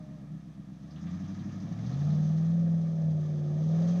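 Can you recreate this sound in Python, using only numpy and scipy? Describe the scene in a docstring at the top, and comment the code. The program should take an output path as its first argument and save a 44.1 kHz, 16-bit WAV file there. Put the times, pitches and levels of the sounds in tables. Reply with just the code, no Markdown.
"""On a bank above a muddy pool, a V8 off-road truck creeps down at idle, brakes moaning, then drives through.
Uneven firing pulses excite the resonances of the muffler and tailpipe as a burble; as the throttle opens,
the periodic tone at the firing rate takes over as a booming drone, over a rasp of gas and machinery.
Spray and churned mud hiss as many random impacts, with short bursts of spray, and bubbles ring."""
import sys
import numpy as np
from scipy import signal
from scipy.fft import rfft, irfft
from scipy.io import wavfile
from scipy.ndimage import uniform_filter1d

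SR = 44100
rng = np.random.default_rng(int(sys.argv[2]) if len(sys.argv) > 2 else 0)


def wav_out(sig):
    """Save sig, one row per channel (or a flat mono array), as 16-bit PCM at SR to the path in sys.argv[1]."""
    wavfile.write(sys.argv[1], SR, np.round(np.clip(np.atleast_2d(sig).T, -1, 1) * 32767).astype(np.int16))


N = 176400
T = np.arange(N) / SR

# Spectrum of the still air. Each row: frequency in Hz, relative gain in dB.
AIR_SPECTRUM = [(25, 17.5), (60, 22.5), (200, 3), (1000, 8), (4000, 7.5), (9000, -2), (13000, -9),
                (16000, -15.5)]
# Two brake moans near 612 Hz and a short, low engine hum at 155 Hz.
# Each row: start in seconds, length in seconds, pitch in Hz, level at the crest in dB.
MOANS_AND_HUM = [(-.2, .45, 612, -60.5), (.1, .3, 616, -71), (.244, .17, 155, -41)]
# Spectra of churned mud and of spray. Each row: frequency in Hz, relative gain in dB.
CHURN_SPECTRUM = [(400, -10.5), (560, -6), (700, 4.5), (850, -1.5), (1000, -0.5), (1170, 5), (1330, -0.5),
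                  (1500, -7), (1700, 1), (1880, -4.5), (2050, -8.5), (2300, -4.5), (2650, -12.5),
                  (3500, -23.5), (6000, -44.5)]
SPRAY_SPECTRUM = [(1800, -26), (2800, -4.5), (3250, 2.5), (3650, 1.5), (4000, 0.5), (4600, 0), (5100, 0.5),
                  (5600, 1.5), (6250, 4.5), (6650, -1.5), (7100, -10.5), (8000, -18), (10000, -41.5),
                  (15000, -40)]
# Their envelopes. Each row: time in seconds, level in dB before the trim.
CHURN_LEVEL = [(0, -66), (.4, -69), (.82, -69), (1.05, -60.5), (1.55, -59.5), (1.8, -60), (1.92, -57),
               (2.4, -61), (2.92, -64), (3.35, -62.5), (3.65, -61.5), (3.82, -56), (4, -55.5)]
SPRAY_LEVEL = [(0, -74.5), (.65, -77.5), (.88, -71.5), (1.05, -66.5), (1.501, -66), (1.8, -64), (1.92, -61),
               (2.15, -61), (2.35, -64), (2.849, -68.5), (3.051, -68), (3.55, -65), (3.89, -57), (4, -58.5)]
# Bubble families. Each row: centre frequency in Hz, relative level in dB.
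BUBBLE_FAMILIES = [(670, -4), (1250, -1), (1860, -3), (3400, -3)]
# Short hissing bursts of spray, many in time with the engine cycle.
# Each row: start in seconds, level in dB before the envelope, centre frequency in Hz.
SPRAY_BURSTS = [(0.906, -62.5, 4860), (0.958, -59.5, 3230), (1.012, -63, 5930), (1.065, -62.5, 3220),
                (1.066, -59, 1930), (1.104, -68, 6240), (1.16, -75, 1830), (1.2, -70, 5860),
                (1.24, -65, 3300), (1.275, -62, 5730), (1.346, -65, 1900), (1.356, -66, 6200),
                (1.39, -61.5, 3600), (1.428, -67, 1980), (1.44, -65, 5760), (1.489, -67, 2650),
                (1.52, -61, 5800), (1.599, -61.5, 5500), (1.675, -71, 5760), (1.786, -60, 1900),
                (1.858, -59, 4440), (1.925, -60, 4150), (2.1, -58.5, 4016), (2.954, -66.5, 5794)]
# Engine speed. Each row: time in seconds, firings per second.
FIRING_RATE = [(0.0, 68.22), (0.15, 67.54), (0.3, 65.59), (0.45, 65.21), (0.65, 64.23), (0.82, 65.31),
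               (0.95, 75.89), (1.08, 87.36), (1.25, 95.88), (1.45, 99.13), (1.65, 102.81), (1.8, 110.35),
               (1.9, 125.86), (2.0, 143.21), (2.1, 151.16), (2.25, 154.23), (2.4, 160.65), (2.55, 168.72),
               (2.78, 164.7), (3.0, 160.32), (3.2, 153.05), (3.5, 148.79), (3.75, 163.0), (4.0, 177.45)]
# Cylinders in firing order. Each row: relative strength in dB, lateness at the tailpipe in seconds.
CYLINDER_PULSES = [(3.1, 0.0008), (1.3, -0.0006), (-1.3, 0.0017), (1.2, 0.001), (-8.4, -0.0015),
                   (1.8, 0.0006), (0.9, 0.0003), (1.4, 0.0004)]
# Spectra of the rasp and of the exhaust's response to a firing. Each row: frequency in Hz, relative dB.
RASP_SPECTRUM = [(40, -21.5), (100, -14), (250, 3.5), (380, -4), (470, -1), (570, 1), (720, -1), (850, -8),
                 (1000, -18.5), (1500, -39.5), (3000, -51)]
MUFFLER_RESPONSE = [(25, -58.5), (40, -44.5), (65, -27), (100, -12), (130, -3.5), (155, 5), (175, 4.5),
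                    (200, 2.5), (220, -6), (245, -6.5), (275, -8), (305, -7.5), (335, -15.5), (370, -31),
                    (480, -41.5), (900, -71.5)]
# Envelope of the rasp. Each row: time in seconds, level in dB before the trim.
RASP_LEVEL = [(0, -61.5), (.55, -68), (1, -63), (1.4, -61), (1.8, -55), (2.05, -50.5), (2.5, -55),
              (2.85, -56.5), (3.1, -54), (3.3, -56.5), (3.6, -51.5), (3.85, -49), (4, -55.5)]
# Tailpipe resonances rung by the pulses. Each row: frequency in Hz, bandwidth in Hz, relative gain in dB.
TAILPIPE_MODES = [(188.6, 78, 9.5), (216, 39, -8)]
# Pipe resonances that lift a passing overtone. Each row: frequency in Hz, half-width in Hz, lift in dB.
PIPE_RESONANCES = [(351, 29, 9), (559, 28, 7.5)]
# Envelopes of the pulses, tailpipe ringing, boom and growl. Each row: time in seconds, level in dB.
PULSE_LEVEL = [(0, -43.5), (.45, -45), (.88, -45), (1.02, -43), (1.25, -38), (1.7, -39), (2.1, -48),
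               (2.35, -45.5), (3.4, -51), (4, -51)]
RINGING_LEVEL = [(0, -76), (.9, -69.5), (1.0, -50.5), (1.12, -37.5), (1.3, -65), (1.7, -47), (1.95, -37.5),
                 (2.13, -43.5), (2.35, -50.5), (4, -44)]
BOOM_LEVEL = [(0, -60), (.8, -61), (1.15, -45), (1.7, -42.5), (1.85, -35), (2.06, -25.5), (2.3, -27),
              (2.55, -26.5), (2.77, -27), (2.93, -32), (3.07, -26.5), (3.27, -30.5), (3.5, -29.5),
              (3.78, -25.5), (4, -28)]
GROWL_LEVEL = [(0, -96), (1.7, -87), (2.2, -70.5), (2.6, -62), (2.85, -63), (3.06, -60.5), (3.25, -63),
               (3.55, -60), (3.72, -59), (3.88, -55), (4, -53.5)]
# Overtones of boom, bark and growl. Each row: multiple of the cycle rate, dB relative to the envelope.
BOOM_OVERTONES = [(5, -20), (6, -30), (7, -32), (9, -30), (10, -20), (11, -34.5), (12, -29), (13, -42),
                  (14, -40.5), (15, -33)]
BARK_OVERTONES = [(10, 4.5), (11, -1), (12, -7), (14, -15.5)]
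GROWL_OVERTONES = [(19, 1.5), (21, -2.5), (23, -5), (24, -6), (25, -1.5), (26, -1.5), (27, -7), (28, -4),
                   (29, -5), (30, -5), (32, -9), (33, -13.5), (34, -4), (35, -11.5)]

FIRINGS_PER_CYCLE = len(CYLINDER_PULSES)


def amp(db):
    """Amplitude grows tenfold for every 20 dB."""
    return 10 ** (np.asarray(db) / 20)


def unit(x):
    """Normalisation to an rms of 1."""
    return x / np.sqrt(np.mean(x ** 2) + 1e-20)


def curve(rows):
    """Linear interpolation between (seconds, value) rows."""
    return np.interp(T, *np.transpose(rows))


def colour(x, spectrum):
    """Minimum-phase filtering imposes a (Hz, dB) shape causally; the result has rms 1."""
    points_hz, points_db = np.transpose(spectrum)
    hz = abs(np.fft.fftfreq(16384, 1 / SR))
    log_gain = np.log(amp(np.interp(np.log(hz + 1), np.log(points_hz), points_db)))
    taps = np.fft.ifft(np.exp(signal.hilbert(log_gain).conj())).real[:4096]
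    return unit(signal.oaconvolve(x, taps)[:N])


def wander(rate_hz):
    """Low-passed noise gives random motion up to about the given rate, with rms 1."""
    hz = np.fft.rfftfreq(N, 1 / SR)
    return unit(irfft(rfft(rng.standard_normal(N)) * np.exp(-(hz / rate_hz) ** 2), N))


def steady(x):
    """Division by the running rms evens out slow changes of level."""
    power = uniform_filter1d(uniform_filter1d(x ** 2, size=8000), size=8000)
    return x / np.sqrt(power + 1e-20)


def add(mix, start_s, sound):
    """Superposition: a sound sums into the mix from its start time."""
    part = mix[max(round(start_s * SR), 0):][:len(sound)]
    part += sound[:len(part)]


def resonate(x, hz, bandwidth_hz):
    """A damped resonator, with a gain of about 1 at its natural frequency."""
    pole = np.exp((-np.pi * bandwidth_hz + 2j * np.pi * hz) / SR)
    return 2 * signal.lfilter([1 - abs(pole)], [1, -pole], x).real


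def still_air(level_db=-73.5):
    """Stationary broadband noise forms a faint background."""
    return amp(level_db) * colour(rng.standard_normal(N), AIR_SPECTRUM)


def moans_and_hum():
    """Modulated tones: two moans of dragging brakes and a low engine hum waver, swell and fade."""
    out = np.zeros(N)
    for start_s, length_s, hz, db in MOANS_AND_HUM:
        swell = np.sin(np.pi * np.clip((T - start_s) / length_s, 0, 1))
        pitch_hz = hz * (1 + 0.014 * wander(rate_hz=15))
        out += amp(db) * swell * np.sin(2 * np.pi * np.cumsum(pitch_hz) / SR)
    return np.sqrt(2) * out


def reflections(x, count=8, gain=0.07, span_s=0.02):
    """Early reflection: the truck's body and the bank add weak, delayed copies of a sound."""
    out = x.copy()
    for delay, polarity in rng.random((count, 2)):
        add(out, delay * span_s, gain * np.sign(polarity - 0.5) * x)
    return out / np.sqrt(1 + count * gain ** 2)


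def bubbles(sizes=30, family_births_per_s=420, pitch_spread=0.044, decay_cycles=9.6, trim_db=-5.5):
    """Bubble resonance: each size pings at its own rising pitch; the level follows the churned mud."""
    out, t = np.zeros(N), np.arange(SR // 20) / SR
    for centre_hz, db in BUBBLE_FAMILIES:
        for hz in centre_hz * (1 + pitch_spread * rng.standard_normal(sizes)):
            rising_tone = np.sin(2 * np.pi * hz * t * (1 + 0.95 * t))
            ping = rising_tone * np.exp(-t * hz / decay_cycles) * np.minimum(t * hz / 2, 1)
            births = (rng.random(N) < family_births_per_s / sizes / SR) * rng.random(N)
            out += amp(db) * signal.oaconvolve(births, ping)[:N]
    return unit(out) * amp(curve(CHURN_LEVEL) + trim_db)


def water(spectrum, level, drops_per_s, drop_share, clump_db, trim_db):
    """Shot noise: drops strike at random over a wash of finer ones, and both swell in clumps."""
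    impacts = (rng.random(N) < drops_per_s / SR) * rng.choice([-1, 1], N)
    drops = impacts * amp(1.5 * np.minimum(rng.exponential(1, N), 4))
    wash = rng.standard_normal(N)
    clumps = amp(clump_db * wander(rate_hz=49))
    return colour((drop_share * unit(drops) + wash) * clumps, spectrum) * amp(curve(level) + trim_db)


def spray_bursts(rise_s=0.003, decay_s=0.025, width_octaves=0.26):
    """Transient band noise: each burst of spray hisses around its own pitch and decays exponentially."""
    out, t = np.zeros(N), np.arange(SR // 5) / SR
    hz = np.fft.rfftfreq(len(t), 1 / SR)
    envelope = np.minimum(t / rise_s, 1) * np.exp(-t / decay_s)
    low_pass = 1 / (1 + (hz / 6900) ** 20)
    for start_s, db, centre_hz in SPRAY_BURSTS:
        band = np.exp(-(np.log2((hz + 1) / centre_hz) / width_octaves) ** 2 / 2)
        burst = unit(irfft(rfft(rng.standard_normal(len(t))) * band * low_pass, len(t)))
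        add(out, start_s, amp(db) * burst * envelope)
    return out


def rasp(firings, trim_db=0.5):
    """Amplitude modulation: gas and machinery noise puffs with each firing and each engine cycle."""
    firing_puffs = 1 + 0.25 * np.cos(2 * np.pi * firings)
    cycle_swell = 1 + 0.12 * np.cos(2 * np.pi * firings / FIRINGS_PER_CYCLE)
    noise = firing_puffs * cycle_swell * rng.standard_normal(N)
    return colour(noise, RASP_SPECTRUM) * amp(curve(RASP_LEVEL) + trim_db)


def burble(firings, jitter_s=0.00045, spread_db=1.8):
    """Impulse excitation: pulses, uneven between cylinders, thump the muffler and ring the tailpipe."""
    fired_at = np.flatnonzero(np.diff(np.floor(firings))) + 1
    cylinder = firings[fired_at].astype(int) % FIRINGS_PER_CYCLE
    strength_db, late_s = np.array(CYLINDER_PULSES)[cylinder].T
    timing_scatter, strength_scatter = rng.standard_normal((len(fired_at), 2)).T
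    arrivals = np.clip(fired_at + (late_s + jitter_s * timing_scatter) * SR, 0, N - 1).astype(int)
    pulses = np.bincount(arrivals, amp(strength_db + spread_db * strength_scatter), N)
    thumps = colour(pulses, MUFFLER_RESPONSE)
    ringing = sum(amp(db) * resonate(thumps, hz, width) for hz, width, db in TAILPIPE_MODES)
    # the amplitude dips to half once in each engine cycle
    lope = 1 - 0.5 * np.cos(np.pi * (firings / FIRINGS_PER_CYCLE - 0.57)) ** 8
    loping_thumps = steady(thumps * lope) * amp(curve(PULSE_LEVEL))
    return loping_thumps + steady(ringing * lope) * amp(curve(RINGING_LEVEL))


def overtones(firings, table, flutter, smear_turns=0, smear_hz=550):
    """Forced resonance: harmonics of the engine cycle swell as they pass a pipe's natural frequency."""
    cycles = firings / FIRINGS_PER_CYCLE
    cycle_hz = curve(FIRING_RATE) / FIRINGS_PER_CYCLE
    out = np.zeros(N)
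    for multiple, db in table:
        pitch_hz = multiple * cycle_hz
        lift_db = sum(peak * np.exp(-((pitch_hz - hz) / width) ** 2) for hz, width, peak in PIPE_RESONANCES)
        slip = smear_turns * (pitch_hz / smear_hz) ** 2 * wander(rate_hz=16)  # roughens the high ones
        gain = amp(db + lift_db) * (1 + flutter * wander(rate_hz=6.4))
        out += gain * np.sin(2 * np.pi * (multiple * cycles + rng.random() + slip))
    return out


def drone(firings, bark_s=2.17, bark_half_width_s=0.19, bark_db=-41.5):
    """Periodic excitation: the exhaust booms under load, barks at the throttle snap, growls on the climb."""
    firing_tone = np.sin(2 * np.pi * firings) * (1 + 0.055 * wander(rate_hz=90))
    boom = (firing_tone + overtones(firings, BOOM_OVERTONES, flutter=0.11)) * amp(curve(BOOM_LEVEL))
    snap = np.exp(-((T - bark_s) / bark_half_width_s) ** 2)
    bark = overtones(firings, BARK_OVERTONES, flutter=0.22) * amp(bark_db) * snap
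    growl = overtones(firings, GROWL_OVERTONES, flutter=0.25, smear_turns=0.1) * amp(curve(GROWL_LEVEL))
    return np.sqrt(2) * (boom + bark + growl)


def scene():
    """Superposition of air, brakes, water and engine in one channel."""
    firings = 0.73 + np.cumsum(curve(FIRING_RATE)) / SR  # phase: one turn per firing
    engine = burble(firings) + drone(firings) + rasp(firings)
    churn = water(CHURN_SPECTRUM, CHURN_LEVEL, drops_per_s=1500, drop_share=0.5,
                  clump_db=1.2, trim_db=-1.02)
    spray = water(SPRAY_SPECTRUM, SPRAY_LEVEL, drops_per_s=3100, drop_share=0.37,
                  clump_db=1.33, trim_db=-1.0)
    background = still_air() + moans_and_hum()
    return (background + reflections(churn + spray + spray_bursts() + bubbles()) + engine)[None]


def record(dry):
    """Band limiting: a low-pass filter removes the treble above 15.7 kHz."""
    low_pass = signal.firwin(511, 15700, window=("kaiser", 9), fs=SR)
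    return signal.oaconvolve(dry, low_pass[None], "same")


dry = scene()
out = record(dry)
wav_out(out)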